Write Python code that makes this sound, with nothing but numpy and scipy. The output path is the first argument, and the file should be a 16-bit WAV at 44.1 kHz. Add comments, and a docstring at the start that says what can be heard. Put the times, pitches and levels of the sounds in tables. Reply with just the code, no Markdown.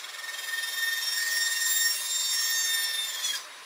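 """Toothed saw cutting an aluminium tube

Saw teeth strike at a steady rate and sing overtones that throb once a blade turn: sines with partly random gain.
Chips hiss and the tube rings: coloured noise and noise-fed resonances. At break-through the pitch sags in a short
screech, torn metal crackles and the offcut snaps free as decaying sines. Motor and blade wind, heard throughout as
noise, hum and steady tones, are left at the end. One microphone."""
import sys
import numpy as np
from scipy import signal
from scipy.fft import rfft, irfft, next_fast_len
from scipy.io import wavfile
from scipy.ndimage import uniform_filter1d, map_coordinates

SR = 44100
rng = np.random.default_rng(int(sys.argv[2]) if len(sys.argv) > 2 else 0)


def inscribe(sig):
    """Save sig as 16-bit PCM at rate SR to the path in sys.argv[1].

    A 1-D sig is mono; a 2-D sig holds one channel per row.
    Samples are clipped to [-1, 1] before scaling.
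    """
    pcm = np.round(np.clip(np.atleast_2d(sig).T, -1, 1) * 32767)
    wavfile.write(sys.argv[1], SR, pcm.astype(np.int16))


N = 160965
TIME_S = np.arange(N) / SR


def amp(db):
    """Decibels to linear gain."""
    return 10 ** (np.asarray(db) / 20)


def unit(x):
    """Scale to rms 1."""
    return x / np.sqrt(np.mean(x ** 2) + 1e-20)


def curves(rows):
    """One value per sample for each column after the time."""
    knots_s, *columns = np.transpose(rows)
    return [np.interp(TIME_S, knots_s, column) for column in columns]


def between(start_s, end_s):
    """1 from start to end, with 10 ms fades."""
    gate = 1. * (TIME_S >= start_s) * (TIME_S < end_s)
    return uniform_filter1d(gate, size=441, mode="nearest")


def inside(rows):
    """1 while a table lasts, with 10 ms fades."""
    return between(rows[0][0], rows[-1][0])


def wobble(knots_hz):
    """Smooth random curve through random knots."""
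    knots = rng.standard_normal(int(N * knots_hz / SR) + 4)
    return map_coordinates(knots, [np.arange(N) * knots_hz / SR])


def filtered(x, response):
    """x times a complex response of frequency."""
    size = next_fast_len(N + SR // 2)
    spectrum = rfft(x, size) * response(np.fft.rfftfreq(size, 1 / SR))
    return irfft(spectrum, size)[..., :N]


def noise(spectrum, patchy_db):
    """Coloured noise of rms 1 with time-frequency patches of random gain."""
    knots_hz, knots_db = np.transpose(spectrum)
    cells = signal.stft(rng.standard_normal(N), nperseg=512)[2]
    patches = uniform_filter1d(rng.standard_normal(cells.shape), size=2, axis=0)
    patches = uniform_filter1d(patches, size=7, axis=1)
    patchy = signal.istft(cells * amp(patchy_db * unit(patches)), nperseg=512)[1][:N]
    return unit(filtered(patchy, lambda hz: amp(np.interp(np.log(hz + 1), np.log(knots_hz + 1), knots_db))))


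def band(center_hz, width_hz):
    """Noise of rms 1 through one narrow resonance, applied twice."""
    def response(hz):
        damping = 1j * hz * width_hz
        return (damping / (center_hz ** 2 - hz ** 2 + damping)) ** 2
    return unit(filtered(rng.standard_normal(N), response))


def ringing(modes, fade_db, knots_hz):
    """Noise-fed resonances, each fading in and out on its own."""
    return sum(amp(db + fade_db * wobble(knots_hz)) * band(hz, width_hz) for hz, width_hz, db in modes)


def tone(cycles, level_db, rough, knots_hz):
    """Sine whose power share `rough` has random strength and phase, breaking it into beads."""
    random_gain = unit(wobble(knots_hz)) + 1j * unit(wobble(knots_hz))
    gain = np.sqrt(1 - rough) + np.sqrt(rough / 2) * random_gain
    carrier = np.exp(2j * np.pi * (cycles + rng.random()))
    return np.sqrt(2) * amp(level_db) * (gain * carrier).real


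# tooth strikes: (time [s], rate [teeth/s])
TOOTH_RATE = [(0, 1820), (.3, 1826), (.5, 1824), (.85, 1827), (1.0, 1830), (1.15, 1836), (1.45, 1840),
              (2.1, 1840), (2.3, 1835), (2.55, 1831), (2.76, 1818), (2.9, 1808), (3.0, 1802), (3.1, 1792),
              (3.17, 1786), (3.23, 1765)]


def tooth_cycles():
    """Running count of tooth strikes: phase of the tooth-rate fundamental."""
    return np.cumsum(curves(TOOTH_RATE)[0]) / SR


# cut strength: (time [s], chip hiss level before gain [dB], treble hiss level before gain [dB], throb [dB])
CUT = [(0, -54, -70, 2.5), (.04, -58.5, -72, 6.5), (.45, -51.5, -60, 3.5), (.7, -50.5, -60, 2.5),
       (1.0, -47, -59.5, 1.5), (1.3, -45, -55.5, 2), (1.56, -45.5, -55.5, 1.5), (1.75, -45.5, -53, 1.5),
       (1.9, -45.5, -53.5, 1), (2.1, -49, -54.5, 1), (2.33, -45.5, -55.5, 0.5), (2.45, -44, -55.5, 0.5),
       (2.6, -45.5, -56.5, 0.5), (2.8, -46.5, -58, 1), (3.05, -49, -61.5, 1.5), (3.21, -46.5, -60, 2.5),
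       (3.245, -44.5, -56, 2), (3.32, -46, -58.5, -3.5), (3.36, -44.5, -58, 1), (3.4, -51.5, -67, 0),
       (3.46, -62, -82, -2)]
TOOTH_COUNT, TURN_START_TURNS = 90, 0.061


def blade_throb(cycles, throb_db):
    """Run-out of the blade: level swing in dB, one cosine a turn."""
    return throb_db * np.cos(2 * np.pi * (cycles / TOOTH_COUNT + TURN_START_TURNS))


# tooth tones: (time [s], level of overtones 1 to 8 [dB] x 8, of lower half-way tones [dB], of upper ones [dB])
TEETH = [(0.0, -57, -50, -51, -51, -59, -61, -68, -67, -61, -62),
         (0.02, -60, -56, -60.5, -59, -70, -70, -78, -73, -67, -59),
         (0.29, -39, -53.5, -54, -57, -71, -67, -71, -66, -67, -62),
         (0.41, -47.5, -48.5, -67, -48.5, -66, -61, -61, -61, -66, -67),
         (0.53, -32.5, -45.5, -58, -57, -68, -52, -72, -49, -69, -57),
         (0.66, -36.5, -40, -44, -52, -48, -49, -55, -55, -61, -58),
         (0.73, -43, -42, -43.5, -49, -59, -49, -51, -46, -59, -57),
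         (0.81, -30.5, -37.5, -43, -46, -50, -50, -53, -43, -53, -52),
         (0.84, -30, -38, -42, -47, -54, -46, -44, -42, -54, -54),
         (0.91, -31, -40.5, -39, -51, -53, -50, -52, -46, -55, -57),
         (1.0, -35, -37, -45, -46, -50, -61, -46, -44, -51, -60),
         (1.04, -45, -38.5, -31, -46.5, -49, -43, -44, -50, -46, -57),
         (1.2, -32.5, -39.5, -36.5, -38, -42, -63, -61, -40, -44, -54),
         (1.21, -32.5, -52, -33, -46, -40, -49, -50, -45, -49, -52),
         (1.27, -31.5, -54, -55, -38.5, -58, -65, -58, -43, -48, -60),
         (1.34, -32, -52, -32, -45, -54, -44, -50, -40, -41, -43),
         (1.37, -31, -50, -34, -44, -42, -44, -55.5, -40, -39, -42),
         (1.44, -32, -36.5, -32, -32, -43, -47, -51, -50, -44, -46),
         (1.49, -32.5, -39.5, -42, -40, -46, -51, -59, -48, -51, -51),
         (1.53, -33, -40, -39.5, -34, -38.5, -41, -47, -47, -50, -52),
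         (1.58, -36, -40, -34.5, -45, -53, -49, -55, -45, -49, -51),
         (1.63, -30, -41, -35, -32, -43, -42.5, -48, -48, -47, -53),
         (1.75, -38, -34, -46, -29, -41.5, -36, -44, -30, -45, -43.5),
         (1.81, -32, -32, -33.5, -30.5, -44, -40, -54, -35, -39, -48),
         (1.87, -27.5, -47, -27, -35.5, -47, -37.5, -44, -36, -44, -53),
         (1.93, -46, -48, -32, -41, -40, -48, -50, -41, -44, -51),
         (2.02, -45.5, -39.5, -53, -47, -43.5, -47, -53, -54, -45, -42),
         (2.14, -51, -36, -37.5, -30.5, -47, -47, -63, -49, -40, -52),
         (2.3, -54, -33.5, -35.5, -37.5, -48, -46, -57, -44, -47, -54),
         (2.34, -50, -35, -31.5, -34, -47, -33.5, -44, -45, -41, -40),
         (2.38, -34.5, -54, -29.5, -39, -46, -53, -55, -51, -39, -43),
         (2.42, -38, -45, -32.5, -37.5, -46, -45, -54, -39, -45, -39),
         (2.55, -33.5, -35.5, -35, -37.5, -54, -42.5, -55, -39, -41, -55),
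         (2.59, -36, -34.5, -41, -32.5, -46, -49, -49, -40, -39, -53),
         (2.64, -37, -40.5, -36, -35.5, -48, -47, -54, -43, -41, -56),
         (2.72, -34.5, -27.5, -41.5, -38, -44, -39, -48, -39, -35, -51),
         (2.75, -33.5, -31.5, -31.5, -30.5, -33.5, -43, -38, -38, -47, -43),
         (2.77, -30.5, -33.5, -44, -44, -38, -43, -49, -44, -48, -54),
         (2.85, -38, -37.5, -33.5, -41, -37, -42.5, -49, -38, -52, -57),
         (2.89, -38, -39, -33, -49, -54, -47, -50, -55, -54, -45),
         (2.96, -39.5, -33.5, -44, -65, -54, -43.5, -52, -49, -54, -37),
         (3.02, -48.5, -31, -51, -49, -43.5, -44, -63, -44, -61, -46),
         (3.09, -44.5, -42.5, -47, -37.5, -54, -59, -58, -47, -48, -61),
         (3.23, -47.5, -49, -50, -63, -63, -58, -63, -51, -50, -57)]
# overtones: (multiple of tooth rate, throb depth [factor], roughness [0-1])
OVERTONES = [(1, 1.4, .01), (2, 1.5, .05), (3, 1.9, .05), (4, 1.4, .07), (5, 2.0, .16), (6, 1.7, .16),
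             (7, 1.7, .2), (8, 1.5, .1)]
# lower half-way tones: (multiple of tooth rate, relative level [dB])
HALVES_LOW = [(1.5, -13.5)]
# upper half-way tones: (multiple of tooth rate, relative level [dB])
HALVES_HIGH = [(5.5, -6), (6.5, -18), (7.5, -15), (8.5, -11)]


def tooth_tones(cycles, throb):
    """Periodic strikes: overtones of the tooth rate plus half-way tones, with the blade throb."""
    *overtones_db, low_db, high_db = curves(TEETH)
    out = np.zeros(N)
    for (k, depth, rough), db in zip(OVERTONES, overtones_db):
        # level unsteadiness grows with the multiple
        level_db = db + depth * throb + 0.21 * k * wobble(35.05)
        out += tone(k * cycles, level_db, rough, knots_hz=95)
    for stack_db, stack in ((low_db, HALVES_LOW), (high_db, HALVES_HIGH)):
        for k, db in stack:
            out += tone(k * cycles, stack_db + db + throb, rough=.2, knots_hz=60)
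    return inside(TEETH) * out


# half-way squeals: (time [s], level at each of the three multiples [dB] x 3)
SQUEALS = [(0, -68, -72, -79), (.55, -57, -66, -73), (.8, -62, -53, -70), (1.05, -54, -51, -55),
           (1.25, -43.5, -52, -50), (1.4, -46, -52, -56), (1.55, -57, -48, -50), (1.68, -49, -48, -53),
           (1.85, -46, -45, -53), (1.97, -54, -46, -43), (2.1, -47, -45, -50), (2.26, -39, -46, -48),
           (2.33, -47, -42, -41), (2.42, -52, -38, -48), (2.52, -49, -40, -56), (2.59, -39, -30.5, -55),
           (2.67, -48, -35, -52), (2.75, -49, -50, -51), (2.86, -47, -57, -68), (3.0, -62, -59, -60),
           (3.23, -60, -53, -60)]
# (multiples of tooth rate)
SQUEAL_MULTIPLES = (2.5, 3.5, 4.5)


def squeals(cycles, throb):
    """Half-way tones of the tooth rate that swell on their own."""
    tones = sum(tone(k * cycles, db + throb, rough=.12, knots_hz=60)
                for k, db in zip(SQUEAL_MULTIPLES, curves(SQUEALS)))
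    return inside(TEETH) * tones


# lines that sound for a while during the cut: (start [s], end [s], frequency [Hz], unsteadiness [Hz], level
# [dB])
RINGS = [(0, 1.2, 3816, 10, -58), (0, 0.227, 3360, 40, -55), (3.462, 3.593, 289, 30, -74),
         (0, 1.1, 2200, 13.2, -57), (0.343, 1.145, 3213, 46.1, -48), (0.304, 1.308, 2596, 19, -55.5),
         (0.353, 0.737, 5050, 26, -51.5), (.38, .9, 6900, 23, -62), (1.12, 1.45, 5150, 36, -47),
         (1.248, 1.9, 6060, 50, -47.5), (1.54, 1.608, 2760, 25, -47), (1.91, 2.007, 2750, 34, -46),
         (2.016, 2.246, 5095, 30, -48), (2.08, 2.247, 4100, 52, -47), (2.2, 2.35, 6860, 40, -45),
         (2.5, 3.05, 6130, 17, -60), (.35, .65, 10420, 31, -58.5), (1.35, 1.65, 10560, 50, -52),
         (1.85, 2.2, 10540, 63, -48), (2.653, 3.1, 2180, 19, -48.5), (2.676, 3.084, 2696, 34.6, -51.5),
         (2.81, 2.98, 3333, 33, -46.5), (3.14, 3.217, 4200, 30, -56), (3.134, 3.3, 6940, 46, -50),
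         (3.236, 3.285, 5940, 46, -38.5), (3.238, 3.27, 8390, 92, -40.5), (3.257, 3.314, 6750, 58, -45),
         (3.39, 3.463, 6030, 8, -53), (3.53, 3.6, 6020, 11.95, -60), (3.205, 3.42, 260, 52, -69.5)]


def passing_lines(throb):
    """Lines that sound for a while during the cut: unsteady sines at fixed pitch."""
    return sum(between(start_s, end_s) * tone(hz * TIME_S, db + 1.8 * throb, rough=.3, knots_hz=2 * unsteady_hz)
               for start_s, end_s, hz, unsteady_hz, db in RINGS)


# chip spectrum: (frequency [Hz], relative density [dB per Hz])
CHIPS = [(530, -44.5), (900, -34), (995, -9), (1620, -22), (1820, -2), (2950, -18), (3580, -3), (3890, -8),
         (5400, -4.5), (8000, -13), (10400, -22), (17600, -120)]
# tube modes: (frequency [Hz], width [Hz], relative level [dB])
TUBE = [(1704, 134, -13.5), (3248, 300, -10.5), (4140, 64, -8.5), (5880, 67, -18.5)]
CHIPS_GAIN_DB, TUBE_GAIN_DB = 7.5, 3


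def chips_and_tube(hiss_db, throb):
    """Flickering chip noise and noise-fed tube modes under one cut level."""
    chips = amp(CHIPS_GAIN_DB + 1.94 * wobble(300)) * noise(CHIPS, patchy_db=2.5)
    tube = amp(TUBE_GAIN_DB) * ringing(TUBE, fade_db=4, knots_hz=8.13)
    return inside(CUT) * amp(hiss_db + 0.22 * throb) * (chips + tube)


# treble hiss spectrum: (frequency [Hz], relative density [dB per Hz])
FIZZ = [(4120, -32.5), (7000, -4.5), (7070, 1), (7490, -1.5), (7810, -9.5), (9610, -4.5), (10800, -1),
        (12200, -9.5), (15200, -4), (15800, -24)]
FIZZ_GAIN_DB = 14.5


def treble_hiss(treble_db, throb):
    """Treble chip noise, its level throbbing and gently unsteady."""
    level_db = treble_db + FIZZ_GAIN_DB + .5 * throb + .7 * wobble(40)
    return inside(CUT) * amp(level_db) * noise(FIZZ, patchy_db=2)


def cut():
    """Tooth tones, squeals, rings and hiss sharing one blade run-out."""
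    hiss_db, treble_db, throb_db = curves(CUT)
    cycles = tooth_cycles()
    throb = blade_throb(cycles, throb_db)
    tones = tooth_tones(cycles, throb) + squeals(cycles, throb) + passing_lines(throb)
    return tones + chips_and_tube(hiss_db, throb) + treble_hiss(treble_db, throb)


# sliding squeal: (time [s], nominal pitch [Hz], level [dB])
SLIDE = [(3.09, 3520, -52), (3.125, 3390, -48), (3.175, 3350, -39), (3.2, 3230, -39), (3.235, 3350, -46)]
# sagging screech: (time [s], fundamental [Hz], reference level [dB])
SCREECH = [(3.21, 876.8, -51), (3.232, 866.6, -38), (3.25, 854.8, -29.5), (3.278, 838.4, -32.5),
           (3.308, 823.2, -28), (3.328, 818.3, -44), (3.356, 813.4, -31.5), (3.392, 826.5, -72),
           (3.4, 791.1, -57)]
# screech overtones: (multiple, relative level [dB])
SCREECH_TONES = [(2, -36), (3, -18), (4, -0.5), (5, -12), (6, -16), (7, -14), (8, -11), (9, -23), (12, -20),
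                 (13, -23)]
# low chirp as the cut ends: (time [s], pitch [Hz], level [dB])
DROOP = [(3.315, 1740, -50), (3.335, 1695, -41), (3.35, 1610, -38), (3.362, 1600, -46), (3.385, 1600, -54)]


def break_through_screech():
    """Sliding squeal, chattering sagging screech and low chirp: rough sines on gliding pitch."""
    out = np.zeros(N)
    for rows, stack in ((SLIDE, [(0.99, 0)]), (SCREECH, SCREECH_TONES), (DROOP, [(1, 0)])):
        hz, level_db = curves(rows)
        cycles = np.cumsum(hz) / SR
        for k, db in stack:
            rough = .1 if k == 4 else .35
            out += inside(rows) * tone(k * cycles, level_db + db, rough, knots_hz=120)
    return out


# crackle level: (time [s], level [dB])
TEAR = [(3.225, -52), (3.25, -42), (3.3, -42), (3.33, -48), (3.36, -41), (3.39, -54)]


def tear():
    """Last strip of wall ripping: treble noise with fast random gain."""
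    spectrum = [(3000, -30), (5500, 0), (10000, -5), (15800, -10)]  # (Hz, dB per Hz)
    spikes = amp(6 * wobble(400)) * noise(spectrum, patchy_db=3)
    return inside(TEAR) * amp(curves(TEAR)[0]) * unit(spikes)


# offcut modes: (frequency [Hz], relative level [dB], 60 dB decay [s])
SNAP = [(3270, -3, .08), (4855, 0, .15), (6490, -7, .05), (11030, -16, .2)]
SNAP_S, SNAP_DB, SNAP_ATTACK_S = 3.349, -28, 0.004


def offcut_snap():
    """Offcut snapping free: decaying sine modes with a soft attack."""
    since_s = np.maximum(TIME_S - SNAP_S, 0)
    modes = sum(amp(SNAP_DB + db - 60 * since_s / t60_s) * np.sin(2 * np.pi * hz * since_s)
                for hz, db, t60_s in SNAP)
    return modes * (1 - np.exp(-since_s / SNAP_ATTACK_S))


# motor and wind spectrum: (frequency [Hz], relative density [dB per Hz])
MOTOR = [(59, -75), (100, -34), (156, -20), (254, -21.5), (288, -18.5), (431, -9), (533, -5), (659, -7),
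         (905, -4.5), (1010, 2), (1300, -0.5), (1640, 0.5), (3510, -5.5), (3740, -3), (5360, -9),
         (5840, -9), (6350, -11.5), (9910, -15.5), (15800, -27)]
# motor noise: (time [s], level before gain [dB])
MOTOR_DB = [(0.0, -56.5), (0.04, -54.5), (2.56, -57), (2.83, -54.5), (2.92, -55.5), (3.65, -56)]
# hum and blade ring: (frequency [Hz], width [Hz], relative level [dB])
HUM = [(394.2, 23, -15), (605.6, 28, -9), (1032, 50, -3.5), (3803, 13, -7), (9620, 62, -11),
       (10500, 120, -9)]
# steady motor tones: (start [s], end [s], frequency [Hz], level [dB])
MOTOR_TONES = [(0, 2.9, 317.4, -81), (2.5, 3.12, 827, -62.5)]
# free blade tones: (frequency [Hz], level [dB])
FREE_BLADE = [(3770, -61), (9640, -68), (11030, -69)]
MOTOR_GAIN_DB, HUM_DB = 10.5, -58.5


def motor():
    """Motor, gears and blade wind: coloured noise, resonant hum, tones and faint free-blade ring."""
    level_db, = curves(MOTOR_DB)
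    wind = amp(level_db + MOTOR_GAIN_DB) * noise(MOTOR, patchy_db=2.0)
    hum = amp(HUM_DB) * ringing(HUM, fade_db=3, knots_hz=13)
    tones = sum(between(start_s, end_s) * tone(hz * TIME_S, db, rough=.1, knots_hz=15)
                for start_s, end_s, hz, db in MOTOR_TONES)
    blade = sum(tone(hz * TIME_S, db + 3 * wobble(12), rough=.25, knots_hz=51) for hz, db in FREE_BLADE)
    return wind + hum + tones + blade


def scene():
    """Sum of all sources, same signal in both channels."""
    mono = cut() + break_through_screech() + tear() + offcut_snap() + motor()
    return np.array([mono, mono])


BASS_CUT_HZ, TOP_HZ = 50, 15750


def record(dry):
    """Microphone: deep bass rolls off, nothing passes above the band limit."""
    def response(hz):
        bass = (hz / BASS_CUT_HZ) ** 2
        return (hz < TOP_HZ) * bass / (1 + bass)
    return filtered(dry, response)


dry = scene()
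out = record(dry)
inscribe(out)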